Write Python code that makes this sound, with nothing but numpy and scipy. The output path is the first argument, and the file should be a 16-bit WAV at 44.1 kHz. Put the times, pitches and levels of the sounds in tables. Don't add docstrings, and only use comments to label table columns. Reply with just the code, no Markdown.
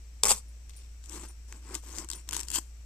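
import sys
import numpy as np
from scipy import signal
from scipy.fft import rfft, irfft, next_fast_len
from scipy.io import wavfile
from scipy.ndimage import uniform_filter1d, map_coordinates

SR = 44100
rng = np.random.default_rng(int(sys.argv[2]) if len(sys.argv) > 2 else 0)


def write(x):
    x = np.atleast_2d(x).T
    wavfile.write(sys.argv[1], SR, np.round(np.clip(x, -1, 1) * 32767).astype(np.int16))

N = 125685

# (frequency [Hz], gain [dB])
AIR_COLOUR = [(20, 4), (80, 2), (120, -8), (200, -13), (400, -17.5), (1000, -23.5), (1800, -24),
              (2500, -22), (3400, -28.5), (5200, -26), (5750, -20), (6300, -28), (7600, -25.5),
              (9500, -33.5), (14000, -30.5)]
# (frequency [Hz], left-right coherence [0-1])
AIR_COHERENCE = [(100, 0.9), (1200, 0.1)]
AIR_DB, HUM_HZ, HUM_DB, HUM_DRIFT_RAD = -54.5, 57.7, -44.5, 0.14

# (time [s], level [dB])
RIP_ENVELOPE = [(.228, -76), (.236, -31), (.25, -48), (.261, -26), (.277, -33), (.289, -29), (.295, -24.5),
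                (.319, -22.5), (.326, -29), (.342, -41), (.385, -46), (.415, -70)]
# (time [s], strength [dB])
RIP_SNAPS = [(.2353, 1.5), (.2373, -3), (.2441, -5.5), (.2542, 0), (.2593, -7), (.2632, -8), (.2705, -4),
             (.2838, -3), (.2928, -4), (.298, -5), (.3025, -2), (.3072, -1), (.3171, -1)]
# (frequency [Hz], left-right coherence [0-1])
SCATTER_COHERENCE = [(300, 0.95), (1100, 0.8), (4000, 0.041)]
# (frequency [Hz], gain [dB])
TAPE_COLOUR = [(130, -29.5), (210, 3), (290, -10), (430, 4.5), (620, -1), (880, 7), (1250, 3), (1600, -7),
               (2400, 0), (2950, -4), (3550, 0.5), (3880, -5), (4700, 1.5), (9000, 4), (13500, -3)]
# (frequency [Hz], level [dB], t60 [s])
WALL_MODES = [(210, 10, 0.09), (428, 1, 0.08), (530, -1, 0.08)]
WALL_DB = -12.5
# (frequency [Hz], left over right [dB])
RIP_PAN = [(200, -7), (700, -4.5), (1500, -1.5), (5000, -5), (8000, -2), (12000, -0.5)]

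# (time [s], level [dB])
TINKS = [(0.484, -59.5), (0.765, -49.5), (1.285, -51), (2.1527, -44.5)]
# (frequency [Hz], level [dB], t60 [s])
METAL_MODES = [(5580, -15.5, 0.5), (9050, 1.5, 0.14), (9940, -7.5, 0.18), (13400, -10, 0.1)]
# (time [s], level [dB])
SCRATCH_ENVELOPE = [(.68, -76), (.699, -53), (.725, -63.5), (.85, -61.5), (.88, -77)]
# (frequency [Hz], gain [dB])
NAIL_COLOUR = [(300, -20), (2500, 1), (5000, 0.5), (14000, -10)]

# (time [s], crackle level [dB], box level [dB])
SLACK_PULLS = [
    [(1.02, -74, -88), (1.045, -60.5, -83), (1.08, -63.5, -64), (1.115, -51, -54), (1.16, -47, -48),
     (1.205, -52.5, -52.5), (1.25, -51, -49.5), (1.28, -60, -68), (1.302, -61, -56.5), (1.33, -78, -91)],
    [(1.48, -65, -68), (1.5, -60.5, -63), (1.535, -62.5, -55.5), (1.575, -59.5, -59.5), (1.605, -72, -71),
     (1.64, -63.5, -60), (1.725, -53.5, -48), (1.756, -42.5, -45), (1.775, -54, -55.5), (1.805, -62, -69)],
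    [(1.825, -60.5, -67), (1.865, -53.5, -56.5), (1.925, -52, -54), (1.99, -46.5, -47), (2.015, -47, -49),
     (2.05, -65, -55.5), (2.07, -90, -78), (2.135, -48.5, -53), (2.165, -55.5, -57.5), (2.22, -63, -69)],
    [(2.275, -62, -58), (2.32, -62, -58), (2.345, -40, -51), (2.378, -44, -50), (2.405, -45, -56),
     (2.42, -54, -56), (2.46, -55, -65)],
]
# (time [s], strength [dB])
SLACK_SNAPS = [(.6955, -28), (1.0405, -31), (1.059, -28.5), (1.0959, -22.5), (1.525, -24), (1.7444, -13),
               (1.7518, -8.5), (1.9657, -24), (1.9846, -10.5), (2.0459, -22.5), (2.0885, -20.5),
               (2.1019, -12.5), (2.1147, -13), (2.1264, -20), (2.1338, -15), (2.29, -12.5), (2.3102, -14.5),
               (2.3236, -14), (2.331, -9.5), (2.3357, -11), (2.3463, -13), (2.3516, -10.5), (2.3658, -8.5),
               (2.3668, -8), (2.394, -13.5), (2.4036, -13.5), (2.4104, -15.5), (2.4326, -18)]
# (frequency [Hz], gain [dB])
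SLACK_COLOUR = [(80, -30), (300, 0), (650, -13.5), (950, 1), (1350, -2.5), (2400, -2), (3100, 1.5),
                (3700, -0.5), (5200, 2.5), (5800, 5.5), (9000, 3), (13500, 0)]
# (time [s], crackle level [dB], box level [dB])
TAUT_PULL = [(2.47, -55, -63), (2.51, -52, -56), (2.532, -40, -55), (2.539, -32.5, -52), (2.553, -35, -51),
             (2.562, -32, -43), (2.577, -36.5, -47.5), (2.586, -33, -40), (2.598, -56, -68),
             (2.64, -71, -75)]
# (time [s], strength [dB])
TAUT_SNAPS = [(2.4847, -15), (2.5027, -13.5), (2.5156, -13.5), (2.549, -13), (2.5555, -7.5), (2.5587, -5.5),
              (2.5612, -11), (2.5633, -12), (2.585, -11)]
# (frequency [Hz], gain [dB])
TAUT_COLOUR = [(200, -9), (620, -15), (930, -1.5), (1250, -8.5), (1600, 0), (2380, -8.5), (2650, 2),
               (3250, 3.5), (3600, -6), (4680, 4), (5100, -0.5), (6500, 4), (13500, 0)]
# (frequency [Hz], left over right [dB])
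PEEL_PAN = [(300, 1), (1200, 8), (3500, 1.5), (7000, 4)]

# (frequency [Hz], gain [dB])
BOX_COLOUR = [(50, -4), (110, -21), (180, -3), (240, -4.5), (330, 4.5), (420, -6.5), (600, -16), (950, -7),
              (1400, -12), (2500, -18), (6000, -45)]
# (time [s], strength [dB], pitch [Hz])
BUCKLES = [(1.5261, -22, 1770), (1.837, -32, 736), (2.291, -27, 1340), (2.586, -16.5, 940)]
BUCKLE_HALF_WIDTH_OCT = 0.42

# (frequency [Hz], gain [dB])
LEFT_PORT = [(1000, -1), (2500, 2), (5000, 4.5), (6900, 7), (7650, 11.5), (8400, 10), (9200, 0),
             (10500, -0.5), (14000, -1.5), (15000, -20), (16500, -34.5)]
# (frequency [Hz], gain [dB])
RIGHT_PORT = [(1000, -1.5), (5000, 0), (6900, -3.5), (8200, 4), (9500, -1.5), (14000, -1), (15000, -34),
              (16500, -27.5)]
RIGHT_LAG_S, GROUND_DELAY_S, GROUND_DB = 4.8e-5, .0019, -18.5
TOP_HZ = 16500


def amp(db):
    return 10 ** (np.asarray(db) / 20)


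def unit_rms(x):
    return x / np.sqrt(np.mean(x ** 2) + 1e-20)


def fft_len():
    return 2 * next_fast_len(N // 2 + SR // 16, real=True)


def bins_hz():
    return np.fft.rfftfreq(fft_len(), 1 / SR)


def curve(points):
    hz, values = np.transpose(points)
    return np.interp(np.log(bins_hz() + 1), np.log(hz + 1), values)


def filtered(x, response):
    return irfft(rfft(x, fft_len()) * response)[..., :N]


def min_phase(colour):
    cepstrum = irfft(np.log(amp(curve(colour))))
    half = len(cepstrum) // 2
    cepstrum[1:half] *= 2
    cepstrum[half + 1:] = 0
    return np.exp(rfft(cepstrum))


def coloured(x, colour):
    response = min_phase(colour)
    power = np.mean(abs(response[bins_hz() < TOP_HZ]) ** 2)
    return filtered(x, response / np.sqrt(power))


def panned(x, pan):
    half_db = curve(pan) / 2
    return filtered(x, amp(np.array([half_db, -half_db])))


def envelope(rows, column=1):
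    cols = np.transpose(rows)
    return amp(np.interp(np.arange(N) / SR, cols[0], cols[column], left=-np.inf, right=-np.inf))


def wobble(rate_hz):
    knots = rng.standard_normal(int(N * rate_hz / SR) + 4)
    return map_coordinates(knots, [np.arange(N) * rate_hz / SR])


def diffuse(coherence):
    angle = np.arccos(np.clip(curve(coherence), -1, 1)) / 2
    mid, side = filtered(rng.standard_normal((2, N)), np.array([np.cos(angle), np.sin(angle)]))
    return np.array([mid + side, mid - side])


def background():
    phase = 2 * np.pi * HUM_HZ * np.arange(N) / SR + HUM_DRIFT_RAD * wobble(rate_hz=25.0)
    hiss = coloured(diffuse(AIR_COHERENCE), AIR_COLOUR)
    return amp(HUM_DB) * unit_rms(np.sin(phase)) + amp(AIR_DB) * hiss


def stick_slip(rate_hz, jitter_periods, spread_db):
    count = int(N / SR * rate_hz)
    late, size = rng.uniform(-1, 1, (count, 2)).T
    onsets = (np.arange(count) + jitter_periods * late) * SR / rate_hz
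    return unit_rms(np.bincount(np.clip(onsets, 0, N - 1).astype(int), amp(spread_db * size), N))


def snaps(rows):
    pushes = np.zeros(N)
    for time_s, db in rows:
        pushes[round(time_s * SR)] += amp(db)
    return pushes


def scatter(pushes, t60_s, db):
    decay = amp(-60 * np.arange(SR // 2) / SR / t60_s) ** 2
    power = signal.fftconvolve(pushes ** 2, decay / decay.sum())[:N]
    return amp(db) * diffuse(SCATTER_COHERENCE) * np.sqrt(abs(power))


def flexing(x, depth_db):
    spectra = signal.stft(x, nperseg=128)[2]
    patches = uniform_filter1d(rng.standard_normal(spectra.shape[1:]), size=3, axis=0)
    patches = uniform_filter1d(patches, size=14, axis=1)
    return signal.istft(spectra * amp(depth_db * unit_rms(patches)), nperseg=128)[1][:, :N]


def rip():
    rasp = envelope(RIP_ENVELOPE) * stick_slip(rate_hz=1100, jitter_periods=.7, spread_db=5)
    pushes = snaps(RIP_SNAPS) + rasp
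    crack = amp(-2) * pushes + scatter(pushes, t60_s=0.0035, db=-2)
    tails = scatter(pushes, t60_s=0.015, db=-6) + scatter(pushes, t60_s=0.19, db=-17.5)
    tape = flexing(coloured(crack + tails, TAPE_COLOUR), depth_db=2)
    t = np.arange(SR // 3) / SR
    ring = sum(amp(db - 60 * t / t60_s) * np.sin(2 * np.pi * hz * t) for hz, db, t60_s in WALL_MODES)
    wall = signal.fftconvolve(rasp, ring / np.linalg.norm(ring))[:N]
    return panned(tape + amp(WALL_DB) * wall, RIP_PAN)


def tinks():
    t = np.arange(SR // 2) / SR
    metal = np.zeros(N + len(t))
    for time_s, db in TINKS:
        for hz, mode_db, t60_s in METAL_MODES:
            decay = amp(db + mode_db + rng.standard_normal() - 60 * t / t60_s)
            metal[round(time_s * SR):][:len(t)] += decay * np.sin(2 * np.pi * hz * t)
    return metal[:N]


def slips(rate_hz, spread_db):
    hits = rng.random(N) < rate_hz / SR
    sizes = amp(spread_db * (2 * rng.random(N) - 1))
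    return unit_rms(hits * sizes * rng.choice([-1, 1], N))


def scratch():
    pushes = envelope(SCRATCH_ENVELOPE) * slips(rate_hz=500, spread_db=4)
    return coloured(scatter(pushes, t60_s=0.0092, db=0), NAIL_COLOUR)


def label(pushes, colour):
    crack = amp(-3.5) * pushes + scatter(pushes, t60_s=0.009, db=-4)
    tails = scatter(pushes, t60_s=0.019, db=-8.0) + scatter(pushes, t60_s=0.31, db=-20.5)
    sheet = flexing(coloured(crack + tails, colour), depth_db=2.5)
    return panned(sheet, PEEL_PAN)


def peel():
    crackle = sum(envelope(pull) for pull in SLACK_PULLS) * slips(rate_hz=1800, spread_db=6)
    buzz = envelope(TAUT_PULL) * stick_slip(rate_hz=520, jitter_periods=.35, spread_db=3)
    slack = label(snaps(SLACK_SNAPS) + crackle, SLACK_COLOUR)
    taut = label(snaps(TAUT_SNAPS) + buzz, TAUT_COLOUR)
    return slack + taut


def box():
    pulling = sum(envelope(pull, column=2) for pull in SLACK_PULLS + [TAUT_PULL])
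    pushes = pulling * slips(rate_hz=1600, spread_db=7.5)
    return coloured(scatter(pushes, t60_s=0.015, db=2.5), BOX_COLOUR)


def buckles():
    edge = 2 ** BUCKLE_HALF_WIDTH_OCT
    pops = np.zeros(N)
    for time_s, db, hz in BUCKLES:
        band = [(hz / 8, -36), (hz / edge, 0), (hz * edge, 0), (hz * 8, -45)]
        pops += coloured(snaps([(time_s, db)]), band)
    return pops


def scene():
    left_lead = np.exp(1j * np.pi * RIGHT_LAG_S * np.outer([1, -1], bins_hz()))
    ground = 1 + amp(GROUND_DB) * np.exp(-2j * np.pi * GROUND_DELAY_S * bins_hz())
    parcel = rip() + scratch() + peel() + box() + buckles()
    return filtered(parcel, left_lead * ground) + tinks() + background()


def record(dry):
    ports = np.array([min_phase(LEFT_PORT), min_phase(RIGHT_PORT)])
    return filtered(dry, ports * (bins_hz() < TOP_HZ))


dry = scene()
out = record(dry)
write(out)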